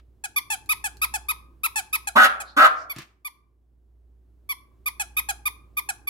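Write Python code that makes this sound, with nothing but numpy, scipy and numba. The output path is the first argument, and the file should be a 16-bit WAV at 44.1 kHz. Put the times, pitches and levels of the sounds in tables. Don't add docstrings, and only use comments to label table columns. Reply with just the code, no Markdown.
import sys
import numpy as np
from scipy import signal
from scipy.fft import rfft, irfft
from scipy.io import wavfile
from scipy.ndimage import uniform_filter1d
from numba import njit

SR = 44100
rng = np.random.default_rng(int(sys.argv[2]) if len(sys.argv) > 2 else 0)


def file_out(sig):
    cols = np.atleast_2d(sig).T
    lim = np.clip(cols, -1, 1)
    pcm = np.round(lim * 32767).astype(np.int16)
    wavfile.write(sys.argv[1], SR, pcm)


N = 268833
TOP_HZ = 15900

REED_WAVER, REED_FLUTTER = .006, .007
OFF_AXIS_LOSS = 0.15
# frequency_hz, gain_db
AIR_SPECTRUM = [(400, -30.5), (1000, -2.5), (2500, 2), (4800, -10.5), (7000, -7), (11000, -1.5),
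                (13000, -4.5), (15500, -9.5)]
def reed(length, top_hz, level_db, treble_db, pan_db, crest, rise, fall, partials,
         attack_s, stall_s, fade_s, droop_db, air_db):
    t = np.arange(int((length + .02) * SR)) / SR
    progress = np.minimum(t / length, 1.1)
    climb = rise * np.clip(1 - progress / crest, 0, 1) ** 2
    sag = fall * np.maximum((progress - crest) / (1 - crest), 0) ** 1.7
    hz = top_hz * (1 - climb - sag + REED_WAVER * wobble(t, 130))
    hz *= 1 + REED_FLUTTER * (.5 + 2 * progress ** 4) * wobble(t, 1200)
    phase = 2 * np.pi * np.cumsum(hz) / SR
    harmonic = np.arange(1, 22)[:, None]
    gain = undb(read(partials, harmonic * hz) + 1.5 * rng.standard_normal(harmonic.shape))
    gain *= harmonic * hz < TOP_HZ
    tones = gain * np.sin(harmonic * phase + .5 * rng.standard_normal(harmonic.shape))
    turbulence = unit(colour(rng.standard_normal(len(t)) * (1 + np.cos(phase)), AIR_SPECTRUM))
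    air = undb(air_db) * (.5 + progress) * (0.24 + 5 * fall) * turbulence
    pressure = np.clip(t / attack_s, 0, 1) * undb(droop_db * (progress ** 2 - 1.35))
    slapping = .5 - .5 * np.tanh((t - length + stall_s) / stall_s)
    swinging = .5 - .5 * np.tanh((t - length) / fade_s)
    fading = tones * np.where(harmonic <= 2, swinging, slapping)
    high = (harmonic * top_hz > 5500)[:, 0]
    body, treble = (fading[part].sum(0) / tones[part].sum(0)[t < length].std() + air * slapping
                    for part in (~high, high))
    sides = unit(undb(np.array([[pan_db], [-pan_db]]) / 2))
    return pressure * undb(level_db) * (body + undb(treble_db - OFF_AXIS_LOSS * pan_db) * treble * sides)


# start_s, length_s, top_pitch_hz, level_db
SQUEEZES = [(0.36, 0.033, 1190, -22.5), (0.69, 0.045, 1278, -23.5), (1.015, 0.039, 1307, -24),
            (1.284, 0.037, 1270, -25.5), (1.633, 0.037, 1348, -24.5), (1.927, 0.038, 1307, -25),
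            (2.895, 0.034, 1160, -32.5), (3.246, 0.037, 1194, -34.5), (4.49, 0.04, 1160, -28.5),
            (4.858, 0.033, 1219, -26.5), (5.166, 0.036, 1263, -24), (5.454, 0.031, 1214, -24.5),
            (5.768, 0.032, 1214, -26), (6.071, 0.027, 1165, -27.5)]
# start_s, length_s, top_pitch_hz, level_db
RELEASES = [(0.238, 0.027, 848, -36), (0.501, 0.051, 870, -32.5), (0.84, 0.039, 865, -33),
            (1.138, 0.033, 868.7, -32.5), (1.757, 0.048, 873, -31.5), (2.071, 0.024, 838, -32.5),
            (2.401, 0.027, 841, -40), (4.996, 0.034, 853.6, -33), (5.287, 0.03, 841.6, -31.5),
            (5.888, 0.023, 847, -31.5)]
# frequency_hz, gain_db
SQUEEZE_SPECTRUM = [(1150, 0.5), (1350, -1.5), (2000, 1), (2400, 8), (3200, -9), (3800, -6.5),
                    (5000, -12.5), (7000, -26.5), (9000, -20.5), (10300, -1.5), (11300, -6.5),
                    (12100, -5.5), (13200, -24.5), (15500, -21)]
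# frequency_hz, gain_db
RELEASE_SPECTRUM = [(830, 1), (1700, 5), (2550, 3.5), (3500, -10.5), (5200, -10), (7700, -5.5), (9300, -5),
                    (10400, 2), (12000, -14.5), (13500, -22.5), (15500, -21)]
# time_s, treble_left_minus_right_db
TOY_AIM = [(0.3, 9.5), (1.9, 9), (3.2, 9), (4.5, 3.5), (6.0, 4)]
# frequency_hz, gain_db
TOY_SPREAD = [(1200, 4), (2300, -2), (3800, 8), (10000, -0.5)]
# frequency_hz, left_minus_right_db
TOY_SHADOW = [(800, -3), (1200, 2), (1700, -5.5), (2400, -5.5), (3400, -7), (4800, 3.5), (6000, 1.5)]
def toy():
    out = np.zeros((2, N))
    for start, length, hz, db in SQUEEZES:
        by_force = lambda *pair: np.interp(hz, (1160, 1320), pair)
        add(out, start, reed(
            length, hz, db, treble_db=by_force(-3, 0.86), pan_db=curve(TOY_AIM, start),
            crest=.47, rise=by_force(0.036, .17), fall=by_force(.14, .28), partials=SQUEEZE_SPECTRUM,
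            attack_s=.0055, stall_s=0.0038, fade_s=0.002, droop_db=-0.5, air_db=by_force(-23.5, -18.5)))
    for start, length, hz, db in RELEASES:
        add(out, start, reed(
            length, hz, db, treble_db=-0.3, pan_db=curve(TOY_AIM, start),
            crest=.2, rise=0.011, fall=.155, partials=RELEASE_SPECTRUM,
            attack_s=.0026, stall_s=.0045, fade_s=0.011, droop_db=-4.5, air_db=-15.5))
    radiated = colour((out + out.mean(0)) / 2, TOY_SPREAD)
    echoes = room(radiated, early_db=-9, early_s=0.0086, tail_db=-18.5, treble_db=0)
    return shadow([out[0], delay(out[1], ms=0.2431)], TOY_SHADOW) + echoes


BARK_ATTACK_S, BARK_RELEASE_S, BARK_SWELL_DB_PER_S, BARK_SAG_DB = 0.0099, 0.024, 151, 4
MOUTH_OPEN_S, MOUTH_SHUT_S, CHEST_HOLD_S, CHEST_FLOOR_DB = .032, .03, 0.029, -16.5
JITTER, SHIMMER_DB, RASP_DB, BREATH_DB = 0.2, 2.5, 4, -3
SNARL_PLACE, SNARL_WIDTH_S = .74, .015
# multiple_of_mouth_resonance, width_hz, gain_db
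FORMANTS = [(.65, 560, 7), (0.999, 434.5, 19.5), (1.62, 753, -10), (2.5, 878, -18)]
# frequency_hz, gain_db
HISS_SPECTRUM = [(500, -36), (1500, -2.5), (3500, 8), (5000, -4.5), (6000, -4), (8000, -7.5), (10500, 1.5),
                 (12500, -7.5), (15000, -9.5)]
def bark(length, pitch_hz, level_db, loudest_s, start_hz, open_hz, chest_db, hiss_db, snarl_db):
    t = np.arange(int(length * SR)) / SR
    opening = np.clip(t / MOUTH_OPEN_S, 0, 1)
    shutting = np.clip(1 - (length - t) / MOUTH_SHUT_S, 0, 1)
    hz = pitch_hz * (1 - .06 * (1 - opening) - .11 * shutting)
    mouth_hz = (start_hz + (open_hz - start_hz) * opening) * (1 - 0.16 * shutting)
    roughness = np.interp(opening, [0, 1], [.22, .94])
    cycles = np.cumsum(hz * np.exp(JITTER * roughness * wobble(t, 330))) / SR
    count = cycles.astype(int)
    shimmer = SHIMMER_DB * rng.standard_normal(count[-1] + 1)[count]
    size = undb(roughness * (shimmer + RASP_DB * (count % 3 == 0)))
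    slaps = np.diff(count, prepend=-1) * size
    airflow = size * (0.22 + np.exp(-(cycles % 1) / 0.18))
    source = unit(slaps) + undb(BREATH_DB) * roughness * unit(airflow * rng.standard_normal(len(t)))
    voice = sum(undb(db) * band(band(source, ratio * mouth_hz, width), ratio * mouth_hz, width)
                for ratio, width, db in FORMANTS)
    push_db = level_db - np.interp(t, [0, loudest_s, length],
                                   [BARK_SWELL_DB_PER_S * loudest_s, 0, BARK_SAG_DB])
    voice = undb(push_db) * voice / np.sqrt(uniform_filter1d(voice ** 2, size=500) + 1e-12)
    clear = np.exp(-(t / CHEST_HOLD_S) ** 2) + undb(CHEST_FLOOR_DB)
    chest = undb(chest_db) * clear * unit(np.sin(2 * np.pi * cycles) + 0.8 * np.sin(4 * np.pi * cycles))
    rush = undb(hiss_db) + undb(snarl_db) * np.exp(-((t - SNARL_PLACE * length) / SNARL_WIDTH_S) ** 2)
    hiss = rush * unit(colour(np.sqrt(airflow) * rng.standard_normal(len(t)), HISS_SPECTRUM))
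    envelope = np.clip(np.minimum(t / BARK_ATTACK_S, (length - t) / BARK_RELEASE_S), 0, 1)
    return (voice + chest + hiss) * envelope


# start_s, length_s, pitch_hz, level_db, loudest_after_s,
# mouth_start_hz, mouth_open_hz, chest_db, hiss_db, snarl_db
BARKS = [(2.154, 0.127, 234.6, -11.5, 0.014, 870, 1366, -24.5, -27.5, -24),
         (2.564, 0.122, 291.9, -10.5, 0.054, 1220, 1288, -27.5, -29.5, -47.5)]
# frequency_hz, gain_db
BARK_SPREAD = [(250, -2.5), (600, 4)]
def dog():
    out = np.zeros(N)
    for start, *shape in BARKS:
        add(out, start, bark(*shape))
    direct = undb([[-2], [-1]]) * np.array([delay(out, ms=.15), out])
    echoes = room(colour(out, BARK_SPREAD), early_db=-3, early_s=0.0048, tail_db=-10.5, treble_db=-12)
    return direct + echoes


# start_s, thump_db, tick_db
STEPS = [(2.963, -35, -36), (2.985, -35, -29), (3.003, -49, -48), (3.020, -44, -42)]
# start_s, level_db
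CLICKS = [(0.66, -43), (0.97, -42.5), (2.113, -47)]
# start_s, length_s, centre_hz, width_hz, level_db
RUSTLES = [(2.434, 0.12, 4120, 1110, -55), (2.724, 0.15, 5160, 2620, -58), (2.925, 0.14, 1780, 2520, -46)]
def contacts():
    out, t = np.zeros(N), np.arange(int(.1 * SR)) / SR
    for start, thump_db, tick_db in STEPS:
        thump = band_noise(len(t), 130, 180) * np.exp(-t / 0.0063) * np.clip(t / 0.0018, 0, 1)
        tick = band_noise(len(t), 2100, 8200) * np.exp(-t / 0.0018)
        add(out, start, undb(thump_db) * thump + undb(tick_db) * tick)
    for start, db in CLICKS:
        add(out, start, undb(db) * band_noise(len(t), 5500, 11000) * np.exp(-t / 0.00083))
    for start, length, hz, width, db in RUSTLES:
        n = int(length * SR)
        add(out, start, undb(db) * band_noise(n, hz, width) * np.hanning(n))
    return out + room(out, early_db=-2, early_s=0.0081, tail_db=-11, treble_db=2)


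# time_s, level_db
HUM_LEVEL = [(0.05, -53), (0.28, -64), (1.11, -46), (1.9, -59), (1.97, -52), (3.31, -66.5), (4.07, -53.5),
             (4.68, -58.5), (5.25, -47), (6.1, -60)]
def mains_hum(hz=59.3):
    t = np.arange(N) / SR
    phase = 2 * np.pi * np.cumsum(hz + 0.3 * wobble(t, 1.5)) / SR
    return unit(np.sin(phase)) * undb(curve(HUM_LEVEL, t))


# frequency_hz, gain_db
RUMBLE_SPECTRUM = [(20, -8.5), (50, -2), (110, 1), (170, -10.5), (240, -8), (370, -6), (500, -18),
                   (800, -23.5), (2000, -36), (6000, -43), (16000, -42)]
# time_s, level_above_90_hz_db
RUMBLE_LEVEL = [(0.05, -67), (0.82, -60), (2.89, -66.5), (3.06, -71.5), (3.59, -73), (5.05, -62),
                (6.1, -62)]
def rumble():
    mid, side = colour(rng.standard_normal((2, N)), RUMBLE_SPECTRUM)
    rms_above_90 = colour(mid, [(85, -60), (95, 0)]).std()
    pair = mid + undb(-6.5) * side * np.array([[1], [-1]])
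    return pair / rms_above_90 * undb(curve(RUMBLE_LEVEL, np.arange(N) / SR))


# frequency_hz, reverberation_time_s
ROOM_T60 = [(150, 0.11), (600, 0.6), (1300, 0.45), (2200, 0.37), (4000, 0.29), (8000, 0.28), (15000, 0.25)]
def room(x, early_db, early_s, tail_db, treble_db):
    t = np.arange(int(.7 * SR)) / SR
    early = rng.standard_normal((2, len(t))) * (rng.random((2, len(t))) < .05)
    early *= np.exp(-t / early_s) * (t > .002)
    noise = diffuse(rng.standard_normal((2, len(t))))
    hz = np.arange(len(t) // 2 + 1) * SR / len(t)
    tail = 0
    for (_, t60), pick in zip(ROOM_T60, np.eye(len(ROOM_T60))):
        band_share = read(np.c_[np.array(ROOM_T60)[:, 0], pick], hz)
        tail += irfft(rfft(noise) * band_share, len(t)) * np.exp(-np.log(1000) * t / t60)
    tail *= np.clip(t / 0.02, 0, 1)
    response = undb(early_db) * whiten(diffuse(early), 400) + undb(tail_db) * whiten(tail, 400)
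    response = colour(response, [(2000, 0), (12000, treble_db)]) * np.clip((.6 - t) / .1, 0, 1)
    return signal.fftconvolve(x * np.ones((2, 1)), response, axes=1)[:, :N]


def diffuse(pair, spacing_s=0.00045):
    n = pair.shape[1]
    coherence = np.sinc(2 * spacing_s * np.arange(n // 2 + 1) * SR / n)
    mid, side = rfft(pair) * np.sqrt([1 + coherence, 1 - coherence])
    return irfft(np.array([mid + side, mid - side]), n)


def whiten(response, width_hz):
    n, spectrum = response.shape[1], rfft(response)
    power = uniform_filter1d(np.abs(spectrum) ** 2, int(width_hz * n / SR), axis=1)
    return irfft(spectrum / np.sqrt(power + 1e-12), n)


def shadow(pair, balance):
    return np.array([colour(x, [(hz, side * db / 2) for hz, db in balance])
                     for x, side in zip(pair, (1, -1))])


def delay(x, ms):
    return irfft(rfft(x, 2 * N) * np.exp(-1j * np.pi * np.arange(N + 1) / N * SR * ms / 1000))[:N]


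@njit
def svf(x, hz, width):
    y, mid, low = np.empty(len(x)), 0., 0.
    for i in range(len(x)):
        gain, damping = np.tan(np.pi * min(hz[i], .45 * SR) / SR), width / hz[i]
        swing = (mid + gain * (x[i] - low)) / (1 + gain * (gain + damping))
        mid, low, y[i] = 2 * swing - mid, low + 2 * gain * swing, damping * swing
    return y


def band(x, hz, width):
    return svf(x, hz * np.ones(len(x)), float(width))


def band_noise(n, hz, width):
    return unit(band(band(rng.standard_normal(n), hz, width), hz, width))


def colour(x, points):
    n = x.shape[-1]
    return irfft(rfft(x) * undb(read(points, np.arange(n // 2 + 1) * SR / n)), n)


def read(points, hz):
    knots_hz, values = np.transpose(points)
    return np.interp(np.log(np.maximum(hz, 1)), np.log(knots_hz), values)


def curve(points, t):
    return np.interp(t, *np.transpose(points))


def wobble(t, rate):
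    knots = rng.standard_normal(int(t[-1] * rate) + 3)
    return np.interp(t * rate, np.arange(len(knots)), knots)


def undb(db):
    return 10 ** (np.asarray(db) / 20)


def unit(x):
    return x / np.sqrt(np.mean(x ** 2) + 1e-20)


def add(track, start_s, sound):
    i = max(int(start_s * SR), 0)
    track[..., i:i + sound.shape[-1]] += sound[..., :max(N - i, 0)]


def scene():
    return toy() + dog() + contacts() + (mains_hum() + rumble()) * undb([[-1.1], [1.1]])


def record(dry):
    rounded = dry / (1 + (dry / .95) ** 6) ** (1 / 6)
    return signal.sosfilt(signal.ellip(10, .2, 70, TOP_HZ, fs=SR, output="sos"), rounded)


dry = scene()
out = record(dry)
file_out(out)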